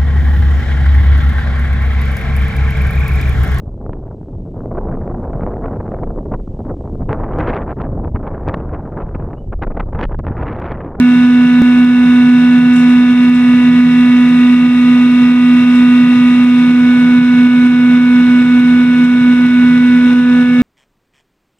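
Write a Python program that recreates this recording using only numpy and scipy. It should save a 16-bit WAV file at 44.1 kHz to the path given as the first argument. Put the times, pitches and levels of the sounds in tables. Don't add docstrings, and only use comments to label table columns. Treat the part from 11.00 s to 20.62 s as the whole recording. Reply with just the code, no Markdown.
import sys
import numpy as np
from scipy import signal
from scipy.fft import rfft, irfft
from scipy.io import wavfile
from scipy.ndimage import uniform_filter1d

SR = 44100
rng = np.random.default_rng(int(sys.argv[2]) if len(sys.argv) > 2 else 0)


def digitize_waveform(pressure):
    field = np.atleast_2d(pressure).T
    bounded = np.clip(field, -1, 1)
    quanta = np.round(bounded * 32767).astype(np.int16)
    wavfile.write(sys.argv[1], SR, quanta)


N = 424241
TIME = np.arange(N) / SR
FREQS = np.maximum(np.fft.rfftfreq(N, 1 / SR), 1)


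def cutterhead(phase, place, tone_db=-6, buzz_db=-0.46, waver_db=0.2, flutter_rad=0.061, throb_db=0.66):
    # multiple, relative_level_db
    at_keypad = [(2, -33.5), (3, -31.5), (4, -30), (5, -29.5), (6, -21.5), (7, -26.5), (8, -35.5), (9, -27),
                 (10, -44), (11, -27), (12, -45), (13, -43.5), (14, -42.5), (15, -40), (16, -47), (17, -49)]
    at_display = [(2, -35), (3, -34.5), (4, -30), (5, -26.5), (6, -27), (7, -27), (8, -30.5), (9, -25),
                  (10, -36), (11, -26.5), (12, -42), (13, -41.5), (14, -41.5), (15, -42), (16, -44),
                  (17, -47)]
    at_panel = [(2, -34.5), (3, -36), (4, -30.5), (5, -24.5), (6, -27), (7, -34), (8, -32), (9, -26),
                (10, -33), (11, -26), (12, -44), (13, -39.5), (14, -39), (15, -40), (16, -42), (17, -47)]
    at_buttons = [(2, -31.5), (3, -35.5), (4, -30), (5, -29.5), (6, -19.5), (7, -29.5), (8, -38),
                  (9, -22.5), (10, -34), (11, -34.5), (12, -40.5), (13, -41.5), (14, -40), (15, -42),
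                  (16, -44), (17, -47)]
    at_side = [(2, -22.5), (3, -30.5), (4, -28), (5, -27.5), (6, -18.5), (7, -22), (8, -40.5), (9, -26.5),
               (10, -35.5), (11, -33.5), (12, -39)]
    spots = [dict(spot) for spot in (at_keypad, at_display, at_panel, at_buttons, at_side)]
    tone = undb(tone_db + throb_db * walk(24)) * np.sin(phase)
    for multiple, display_db in at_display:
        spot_db = [spot.get(multiple, display_db) for spot in spots]
        local_db = np.interp(place, np.arange(len(spots)), spot_db) + standing_wave(multiple)
        shake = 2 * np.pi * rng.random() + flutter_rad * walk(45)
        level_db = tone_db + buzz_db + local_db + waver_db * walk(4.5)
        tone += undb(level_db) * np.sin(multiple * phase + shake)
    return np.sqrt(2) * tone


def standing_wave(multiple):
    # centre_s, multiple, gain_db, half_width_s
    crossings = [(4.85, 6, 4, 0.28), (8.55, 2, -5.5, 0.13), (8.8, 3, -8.5, 0.51), (8.8, 8, 10.5, 0.39),
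                 (8.8, 6, 1, 0.67), (8.92, 5, -9, 0.12), (9.13, 7, -9, .07), (9.2, 9, -9, 0.071),
                 (9.55, 9, 6, 0.1), (9.62, 4, -15, 0.13), (9.62, 6, -8, .11)]
    return sum(gain_db * np.exp(-((TIME - centre_s) / half_width_s) ** 2)
               for centre_s, k, gain_db, half_width_s in crossings if k == multiple)


def churned_air(phase, place, knife_pulse=0.05, flicker_db=0.54, crossover_hz=1500):
    # frequency_hz, density_db
    turbulence = [(20, -72.5), (60, -66), (100, -59.5), (135, -50.5), (250, -54.5), (380, -61),
                  (550, -66.5), (1100, -64.5), (2550, -63), (3020, -72), (4000, -72), (4550, -85),
                  (6000, -82.5), (7000, -87.5), (9500, -91.5), (11400, -98.5), (13200, -106)]
    # centre_hz, width_hz, boost_db
    hood_modes = [(168.2, 32, 8.5), (315.6, 27, 8), (2787, 220, 8.5), (3660, 450, 8.5), (5120, 450, 7),
                  (8760, 1100, 6.5)]
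    # frequency_hz, correlation
    likeness = [(100, 0.96), (400, 1), (1100, .93), (1900, 0.8), (3400, 0.28), (8000, 0.3)]
    spot_hiss = [-0.38, 0.57, 0.59, -0.48, -0.18]
    hood_db = sum(boost_db / (1 + 2 * ((FREQS - centre_hz) / width_hz) ** 2) ** 2
                  for centre_hz, width_hz, boost_db in hood_modes)
    density = undb(spectrum(turbulence) + hood_db) * np.sqrt(SR / 2)
    correlation = spectrum(likeness)
    eddies = rng.standard_normal((2, N)) * (1 + knife_pulse * np.cos(phase))
    mid = shape(eddies[0], density * np.sqrt((1 + correlation) / 2))
    side = shape(eddies[1], density * np.sqrt((1 - correlation) / 2))
    roar = np.array([mid + side, mid - side])
    rumble = shape(roar, 1 / (1 + (FREQS / crossover_hz) ** 2))
    hiss_db = np.interp(place, np.arange(len(spot_hiss)), spot_hiss) + flicker_db * walk(25)
    return rumble + (roar - rumble) * undb(hiss_db)


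def drive(waver_db=2.5):
    # pitch_hz, level_db
    partials = [(58.9, -47), (82.3, -48), (164.6, -35.5), (352, -48.5), (470.8, -52), (634.7, -53),
                (658.3, -55)]
    hum = np.zeros(N)
    for pitch_hz, level_db in partials:
        amplitude = undb(level_db + waver_db * walk(3))
        hum += amplitude * np.sin(2 * np.pi * (pitch_hz * TIME + rng.random()))
    return np.sqrt(2) * hum


def table_motor(pitch_hz=1930.3, octave_db=-12, waver_db=1.0):
    # time_s, level_db
    envelope = [(2.3, -70), (2.42, -37), (3.2, -35.5), (4.0, -39), (4.55, -36), (4.68, -46), (4.8, -37),
                (5.36, -37), (5.48, -70)]
    phase = 2 * np.pi * pitch_hz * TIME
    whine = np.sin(phase) + undb(octave_db) * np.sin(2 * phase)
    return np.sqrt(2) * undb(curve(envelope) + waver_db * walk(8.3)) * whine


def switchgear(attack_s=0.0024):
    # start_s, level_db, t60_s
    clacks = [(1.728, -39, .2), (1.754, -35, .24), (1.789, -41, .25), (1.89, -42, .3), (2.343, -38, .17),
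              (4.749, -35.5, .12), (4.785, -42, .1), (7.95, -44, .06), (8.039, -37.5, .11)]
    # frequency_hz, gain_db
    colour = [(500, -20), (1500, 0), (3700, 2), (4550, -10), (5700, 1), (6700, -6), (7600, 2), (8400, -7),
              (11500, -14), (13000, -27), (15000, -34)]
    envelope = np.zeros(N)
    for start_s, level_db, t60_s in clacks:
        age_s = np.maximum(TIME - start_s, 0)
        attack = 1 - np.exp(-age_s / attack_s)
        decay = undb(-60 * np.minimum(age_s / t60_s, 10))
        envelope += undb(level_db) * attack * decay
    rattle = shape(rng.standard_normal(N), undb(spectrum(colour)))
    return envelope * rattle / rattle.std()


def finger_squeak(pitch_hz=7680, wobble_hz=45):
    # time_s, level_db
    envelope = [(7.3, -75), (7.36, -56), (7.48, -58), (7.58, -75)]
    phase = 2 * np.pi * np.cumsum(pitch_hz + wobble_hz * walk(180)) / SR
    return np.sqrt(2) * undb(curve(envelope)) * np.sin(phase)


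def ticks(cutoff_hz=7000):
    # time_s, strength_db
    events = [(.619, -13), (.847, -22), (1.770, -24), (2.295, -22), (3.29, -23), (6.0, -22), (6.47, -24),
              (7.42, -25), (7.6, -20), (8.465, -23), (9.132, -23), (9.427, -26)]
    impulses = np.zeros(N)
    for time_s, strength_db in events:
        impulses[int(time_s * SR)] = undb(strength_db)
    softened = shape(impulses, 2 / (1 + 1j * FREQS / cutoff_hz))
    return np.outer([1, 0.6], softened)


def level_dips(fall_s=0.005, recover_db_per_s=12):
    # start_s, depth_db
    dips = [(0.255, 1.6), (0.848, 2.6), (1.3, 1.6), (1.59, 1.6), (2.13, 1.6), (2.296, 2.4), (2.805, 2.2),
            (3.29, 1.5), (3.545, 2.0), (3.665, 2.6), (4.065, 2.0), (4.32, 2.3), (4.645, 1.7), (5.445, 2.2),
            (5.715, 2.4), (6.19, 2.2), (6.47, 2.2), (6.67, 2.9), (6.98, 2.1), (7.21, 1.5), (7.425, 2.0),
            (7.602, 2.0), (7.84, 2.1), (8.055, 2.8), (8.335, 1.6), (8.467, 2.1), (8.78, 1.9), (9.133, 2.0),
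            (9.2, 3.1), (9.428, 3.1)]
    gain_db = np.zeros(N)
    for start_s, depth_db in dips:
        age_s = TIME - start_s
        onset = np.clip(age_s / fall_s, 0, 1)
        gain_db = np.minimum(gain_db, onset * (recover_db_per_s * age_s - depth_db))
    return undb(gain_db)


def microphone_ports(left, right, lag_s=7e-5):
    # frequency_hz, left_over_right_db
    balance = [(150, -1.33), (1300, -1.5), (2400, 0), (2750, 2), (3050, 0), (3700, 10), (4600, 1.5),
               (5050, 25.5), (7000, 11.5), (8700, 19.5), (11000, 14.5), (14000, 1.5)]
    tilt = undb(spectrum(balance))
    delay = np.exp(-2j * np.pi * FREQS * lag_s)
    return np.array([shape(left, 2 * tilt / (1 + tilt)), shape(right, 2 * delay / (1 + tilt))])


def limiter(x, ceiling_db=0.0, recover_db_per_s=12):
    peak_db = 20 * np.log10(np.abs(x).max(axis=0) + 1e-9)
    allowed_db = np.minimum(0, ceiling_db - peak_db)
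    creep_db = recover_db_per_s * TIME
    return x * undb(np.minimum.accumulate(allowed_db - creep_db) + creep_db)


def undb(db):
    return 10 ** (np.asarray(db) / 20)


def curve(rows):
    return np.interp(TIME, *np.transpose(rows))


def spectrum(rows):
    frequency_hz, value = np.transpose(rows)
    return np.interp(np.log(FREQS), np.log(frequency_hz), value)


def shape(x, gain):
    return irfft(rfft(x) * gain, N)


def walk(rate_hz):
    hold = int(SR / rate_hz)
    steps = np.repeat(rng.standard_normal(N // hold + 1), hold)[:N]
    return 1.244 * uniform_filter1d(uniform_filter1d(steps, hold), hold)


def scene(knife_hz=246.87, wander_hz=0.042, background_db=0.61):
    # time_s, spot (0 keypad, 1 display, 2 panel, 3 buttons, 4 side)
    path = [(0, 0), (1.7, 0), (2.4, 1), (3.2, 1), (3.8, 2), (5.45, 2), (5.9, 3), (8.8, 3), (9.35, 4)]
    place = curve(path)
    phase = 2 * np.pi * np.cumsum(knife_hz + wander_hz * walk(1.5)) / SR
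    background = churned_air(phase, place) + drive() + table_motor() + switchgear() + finger_squeak()
    machine = cutterhead(phase, place) + undb(background_db) * background
    left, right = machine * level_dips()
    return microphone_ports(left, right) + ticks()


def record(dry, skip_at_s=0.619, skip_delay_s=0.0011, cutoff_hz=15700):
    limited = limiter(dry)
    delayed = np.roll(limited, int(skip_delay_s * SR), axis=1)
    after_skip = (np.arange(N) > int(skip_at_s * SR)).astype(float)
    crossfade = uniform_filter1d(after_skip, size=40)
    skipped = (1 - crossfade) * limited + crossfade * delayed
    low_pass = signal.ellip(8, rp=0.1, rs=70, Wn=cutoff_hz, fs=SR, output="sos")
    return signal.sosfilt(low_pass, skipped)


dry = scene()
out = record(dry)
digitize_waveform(out)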